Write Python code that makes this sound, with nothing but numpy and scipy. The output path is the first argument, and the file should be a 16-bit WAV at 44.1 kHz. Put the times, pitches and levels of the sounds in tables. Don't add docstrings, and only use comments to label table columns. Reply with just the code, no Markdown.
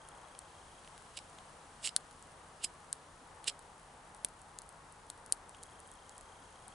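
import sys
import numpy as np
from scipy import signal
from scipy.fft import rfft, irfft, next_fast_len
from scipy.io import wavfile
from scipy.ndimage import uniform_filter1d, map_coordinates

SR = 44100
rng = np.random.default_rng(int(sys.argv[2]) if len(sys.argv) > 2 else 0)


def inscribe(sig):
    pcm = np.round(np.clip(np.atleast_2d(sig).T, -1, 1) * 32767)
    wavfile.write(sys.argv[1], SR, pcm.astype(np.int16))


N = 297234

# t/s, level/dB, body/dB (extra strength below the treble)
SAP_POPS = [(0.0862, -33.5, -1), (0.389, -27, -8), (0.9768, -37.5, 18), (1.9621, -5.5, 9.5),
            (2.1095, -39.5, -3), (2.224, -35.5, -8), (2.927, -14.5, 5.5), (3.441, -30, 12),
            (3.5908, -36, -8), (4.146, -36, -7), (4.246, -11, 2.5), (4.2846, -37, -4), (4.4155, -38.5, -11),
            (4.5859, -23.5, 2.5), (4.6174, -33.5, -10), (4.6894, -33.5, 7), (4.9228, -37.5, -10),
            (5.0994, -22, 0.5), (5.2608, -33.5, -10), (5.322, -5, -2), (5.4926, -34, -7), (5.6286, -32, -8),
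            (5.633, -27.5, -6), (5.8006, -35.5, -8), (5.9143, -33.5, -6), (6.0928, -33, -3),
            (6.1786, -32, -8), (6.2087, -35.5, -4), (6.6794, -31.5, -5)]
# f/Hz, level/dB
POP_TONE = [(80, -18), (450, -23), (900, -40), (1600, -16.5), (2600, -24.5), (4200, -5), (5700, -11.5),
            (7300, -3), (8300, 0.5), (9800, 3.5), (11000, -2), (13000, -10)]
# f/Hz, share of body
BODY_SHARE = [(700, 0.62), (2000, 1), (5500, 0.25), (8000, 0)]
# t/s, level/dB, f/Hz
STICK_KNOCKS = [(2.928, -44.5, 950), (4.2478, -41.5, 600), (5.1012, -46.5, 850), (5.3235, -44, 620)]
# t/s, crackles per second
CRACKLE_RATE = [(0, 31), (1.5, 16.6), (5.2, 32), (5.7, 120), (6.74, 29)]
# f/Hz, level/dB
CRACKLE_TILT = [(5000, -2), (8500, -0.5)]
# t/s, level/dB, hold/s, brightness/dB
THUMB_STROKES = [(1.174, -36.5, .001, -3), (1.847, -35, .021, 3.5), (2.643, -27.5, 0.0039, 11.5),
                 (3.479, -29, 0.0057, -4)]
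# t/s, level/dB
FLINT_CATCHES = [(1.189, -39), (1.8737, -25), (1.882, -32), (1.891, -33), (3.4936, -33), (3.4975, -31.5)]
# f/Hz, level/dB
RASP_TONE = [(150, -17), (1200, -18), (2000, -8.5), (2750, -1.5), (3500, -1), (4800, -0.5), (6000, -9),
             (7500, 1.5), (8600, 1), (10000, -5.5), (11200, -8), (12500, -70)]
# f/Hz, share of brightness
BRIGHT_SHARE = [(4000, 0.17), (8000, 0.73)]
# f/Hz, width/Hz, level/dB
HOOD_NOTES = [(2790, 33, -18), (2840, 230, -0.5), (3760, 32, -3.5), (5000, 69, 4.5), (5120, 51, -6),
              (5570, 45, 2), (7370, 36, -3), (7850, 88, -2)]
# t/s, level/dB
HAND_BUMPS = [(2.14, -59), (2.254, -60), (2.642, -55), (3.216, -53)]
# t/s, level/dB
DULL_TICKS = [(0.349, -40), (0.8459, -44), (0.875, -36.5), (1.3848, -39), (5.5462, -39)]
# f/Hz, level/dB
TICK_TONE = [(800, -18), (2000, -7), (2900, -0.5), (5500, -11), (11000, -15.0)]
# start/s, end/s, level/dB
LENS_RUNS = [(0.018, .80, -59.5), (5.5567, 6.74, -60)]
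# f/Hz, level/dB
TYRE_TONE = [(150, -16), (330, -11), (480, -4), (640, -4.5), (820, 0), (1130, -3), (1400, -6),
             (1900, -10.5), (2600, -20.5), (5000, -53)]
# f/Hz, starting level/dB, change/(dB per s)
FAR_ENGINES = [(84, -77.5, 0.73), (152.7, -75.5, -0.38)]
# f/Hz, level/dB
RUMBLE_TONE = [(15, -30), (30, 3), (48, -0.5), (65, -3), (110, -4), (200, -6), (350, -10), (800, -26)]
# f/Hz, level/dB
HISS_TONE = [(1200, -28), (2000, -9.5), (2900, -1.5), (4000, -5), (5300, -7.5), (7500, -5.5), (9200, -3.5),
             (10200, -7.5), (11000, -8.5), (11300, -46), (12500, -70)]
# t/s, level/dB
HISS_DRIFT = [(0, -67), (1.0, -64), (2.2, -66), (4.2, -68), (5.5, -68), (6.74, -66)]
# f/Hz, likeness (1 or more is nearly the same)
STEREO_LIKENESS = [(60, 1.2), (120, 1), (220, 0.8), (430, 0.8), (840, 0.81), (1620, 0.43), (3130, 0.42),
                   (6050, 0.67), (11700, 0.88)]
# f/Hz, left minus right/dB
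STEREO_LEAN = [(60, 0.5), (130, 0.0), (270, 0), (570, 1), (1220, 4), (2590, 1), (5500, -0.5), (11700, 1)]
# f/Hz, level/dB
TREBLE_EDGE = [(10950, 0), (11300, -14), (12300, -31), (14000, -44)]

HEAP_PAN_DB, LIGHTER_PAN_DB = 1.4, -4.5


def sap_pops(gain_db=6.5, heap_db=-16, ground_db=-24, twig_db=-26, delay_s=0.00067):
    out = np.zeros((2, N))
    for s, db, body_db in SAP_POPS:
        crack = impulse(lambda hz: along(POP_TONE, hz) + body_db * along(BODY_SHARE, hz))
        burst = ragged_burst()
        sides = []
        for _ in range(2):
            heap = amp(heap_db) * delayed(echoes(t60=0.05))
            ground = amp(ground_db) * delayed(echoes(t60=0.057))
            sides.append(burst + heap + ground)
        pop = signal.fftconvolve(sides, crack[None], axes=1)
        add(out, s + delay_s, amp(db + gain_db) * pop / np.linalg.norm(pop[0]))
        add(out, s + delay_s, amp(db + twig_db + body_db) * delayed(twig_ring()))
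    return panned(out, HEAP_PAN_DB)


def ragged_burst(t60=0.0035, ripple=0.83):
    spectrum = rfft(echoes(t60))
    burst = irfft(spectrum / (np.abs(spectrum) + 1e-9) ** (1 - ripple))
    return np.roll(burst, SR // 1000) / np.linalg.norm(burst)


def twig_ring(pitch_hz=4100, spread=.25, t60=.015, count=6):
    t = np.arange(2048) / SR
    hz = pitch_hz * np.exp(spread * np.clip(rng.standard_normal((count, 1)), -2, 2))
    return np.sin(2 * np.pi * hz * t).mean(axis=0) * amp(-60 * t / t60)


def stick_knocks(t60=0.014):
    out, t = np.zeros((2, N)), np.arange(SR // 20) / SR
    for s, db, hz in STICK_KNOCKS:
        add(out, s, amp(db - 60 * t / t60) * np.sin(2 * np.pi * hz * t))
    return panned(out, HEAP_PAN_DB)


def needle_crackle(level_db=-52, spread_db=3.2, max_boost_db=8):
    bursts = rng.random(N) < over_time(CRACKLE_RATE) / SR
    sizes = amp(np.minimum(spread_db * rng.exponential(size=N), max_boost_db))
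    crack = impulse(lambda hz: along(POP_TONE, hz) + along(CRACKLE_TILT, hz))
    return amp(level_db) * signal.fftconvolve(bursts * sizes, crack / np.abs(crack).max())[:N]


def lighter(ground_db=-15):
    out = np.zeros((2, N))
    for s, db, hold_s, bright_db in THUMB_STROKES:
        add_scrape(out, s, db, bright_db, rise_s=0.0031 + 0.27 * hold_s, hold_s=hold_s)
    for s, db, _, _ in THUMB_STROKES:
        add_scrape(out, s, db - 17.5, bright_db=-8, rise_s=0.016)
    for s, db in FLINT_CATCHES:
        add_scrape(out, s, db, bright_db=-3, rise_s=0.0004, fall_s=0.0017)
    out = filtered(out, steel_hood)
    ground = np.array([echoes(t60=0.097) for _ in range(2)])
    return out + amp(ground_db) * signal.fftconvolve(out, ground, axes=1)[:, :N]


def add_scrape(out, s, db, bright_db, rise_s, hold_s=0, fall_s=0.0041, gain_db=-2.5, grit_db=2):
    t = np.arange(-SR // 12, SR // 12) / SR
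    pressure = np.exp(np.minimum(np.minimum(t / rise_s, (hold_s - t) / fall_s), 0))
    teeth = amp(grit_db * unit(uniform_filter1d(rng.standard_normal(len(t)), size=40)))
    tone = lambda hz: amp(along(RASP_TONE, hz) + bright_db * along(BRIGHT_SHARE, hz))
    rasp = unit(filtered(teeth * rng.standard_normal(len(t)), tone))
    add(out, s + t[0], amp(db + gain_db) * panned(pressure * rasp, LIGHTER_PAN_DB))


def steel_hood(hz):
    return 1 + sum(amp(db) * 1j * hz * width / (note ** 2 - hz ** 2 + 1j * hz * width)
                   for note, width, db in HOOD_NOTES)


def hand_bumps(pitch_hz=255, swell_s=.005, gain_db=-3):
    out, t = np.zeros((2, N)), np.arange(SR // 10) / SR
    bump = np.sin(2 * np.pi * pitch_hz * t) * t / swell_s * np.exp(1 - t / swell_s)
    for s, db in HAND_BUMPS:
        add(out, s, amp(db + gain_db) * bump)
    return out


def dull_ticks(gain_db=-4, delay_s=0.00087):
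    out = np.zeros((2, N))
    shell = impulse(lambda hz: along(TICK_TONE, hz))
    for s, db in DULL_TICKS:
        tick = signal.fftconvolve(echoes(t60=0.017), shell)
        add(out, s + delay_s, amp(db + gain_db) * tick / np.abs(tick).max())
    return out


def lens_motor(whine_hz=3220, octave_db=-6, step_s=0.0026, steps_per_s=29.97, gain_db=-1):
    out, t = np.zeros((2, N)), np.arange(-SR // 100, SR // 100) / SR
    swell = np.exp(-(t / step_s) ** 2)
    for start, end, db in LENS_RUNS:
        for s in np.arange(start, end, 1 / steps_per_s):
            size, detune = rng.standard_normal(2)
            phase = 2 * np.pi * whine_hz * (1 + 0.011 * detune) * t
            whine = np.sin(phase) + amp(octave_db) * np.sin(2 * phase)
            add(out, s + t[0], amp(db + gain_db + 1.6 * size) * whine * swell)
    return out


def far_traffic(tyre_db=-57.5, fade_db_per_s=0.1, drift_db=0.8, swell_db=2, rumble_db=-64):
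    t = np.arange(N) / SR
    tyres = amp(tyre_db - fade_db_per_s * t + drift_db * wobble(6)) * wide_noise(TYRE_TONE)
    engines = np.zeros(N)
    for hz, db, db_per_s in FAR_ENGINES:
        loudness = amp(db + db_per_s * t + swell_db * wobble(3.17))
        engines += loudness * unit(np.sin(2 * np.pi * hz * t + wobble(4)))
    return tyres + engines + amp(rumble_db) * wide_noise(RUMBLE_TONE)


def microphone_hiss(gain_db=1):
    return amp(over_time(HISS_DRIFT) + gain_db) * wide_noise(HISS_TONE)


def wide_noise(tone):
    def middle_and_side(hz):
        angle = np.arccos(np.clip(along(STEREO_LIKENESS, hz), 0, .99)) / 2
        return amp(along(tone, hz)) * [np.cos(angle), np.sin(angle)]
    middle, side = filtered(rng.standard_normal((2, N)), middle_and_side)
    lean = lambda hz: amp(along(STEREO_LEAN, hz) * np.array([[.5], [-.5]]))
    return unit(filtered(np.array([middle + side, middle - side]), lean))


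def echoes(t60, size=2048):
    cloud = rng.standard_normal(size) * amp(-60 * np.arange(size) / SR / t60)
    return cloud / np.linalg.norm(cloud)


def impulse(tone_db, size=2048):
    cepstrum = irfft(np.log(amp(tone_db(np.fft.rfftfreq(size, 1 / SR)))))
    cepstrum[1:size // 2] *= 2
    cepstrum[size // 2 + 1:] = 0
    return irfft(np.exp(rfft(cepstrum)))


def filtered(x, response):
    n = x.shape[-1]
    padded = next_fast_len(n + n // 4)
    return irfft(rfft(x, padded) * response(np.fft.rfftfreq(padded, 1 / SR)), padded)[..., :n]


def amp(db):
    return 10 ** (np.asarray(db) / 20)


def unit(x):
    return x / np.sqrt(np.mean(x ** 2) + 1e-20)


def along(points, hz):
    freqs, values = np.transpose(points)
    return np.interp(np.log(hz + 1), np.log(freqs + 1), values)


def over_time(points):
    return np.interp(np.arange(N) / SR, *np.transpose(points))


def wobble(rate):
    points = rng.standard_normal(int(N * rate / SR) + 4)
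    return map_coordinates(points, [np.arange(N) * rate / SR])


def delayed(x):
    return np.pad(x, (SR // 1000, 0))[:len(x)]


def panned(x, pan_db):
    return x * amp([[pan_db / 2], [-pan_db / 2]])


def add(out, s, sound):
    start = max(round(s * SR), 0)
    stretch = out[:, start:start + sound.shape[-1]]
    stretch += sound[..., :stretch.shape[-1]]


def scene():
    fire = sap_pops() + stick_knocks() + needle_crackle()
    handling = lighter() + hand_bumps() + dull_ticks()
    return fire + handling + lens_motor() + far_traffic() + microphone_hiss()


def record(dry):
    return filtered(dry, lambda hz: amp(along(TREBLE_EDGE, hz)) * (hz < 16500))


dry = scene()
out = record(dry)
inscribe(out)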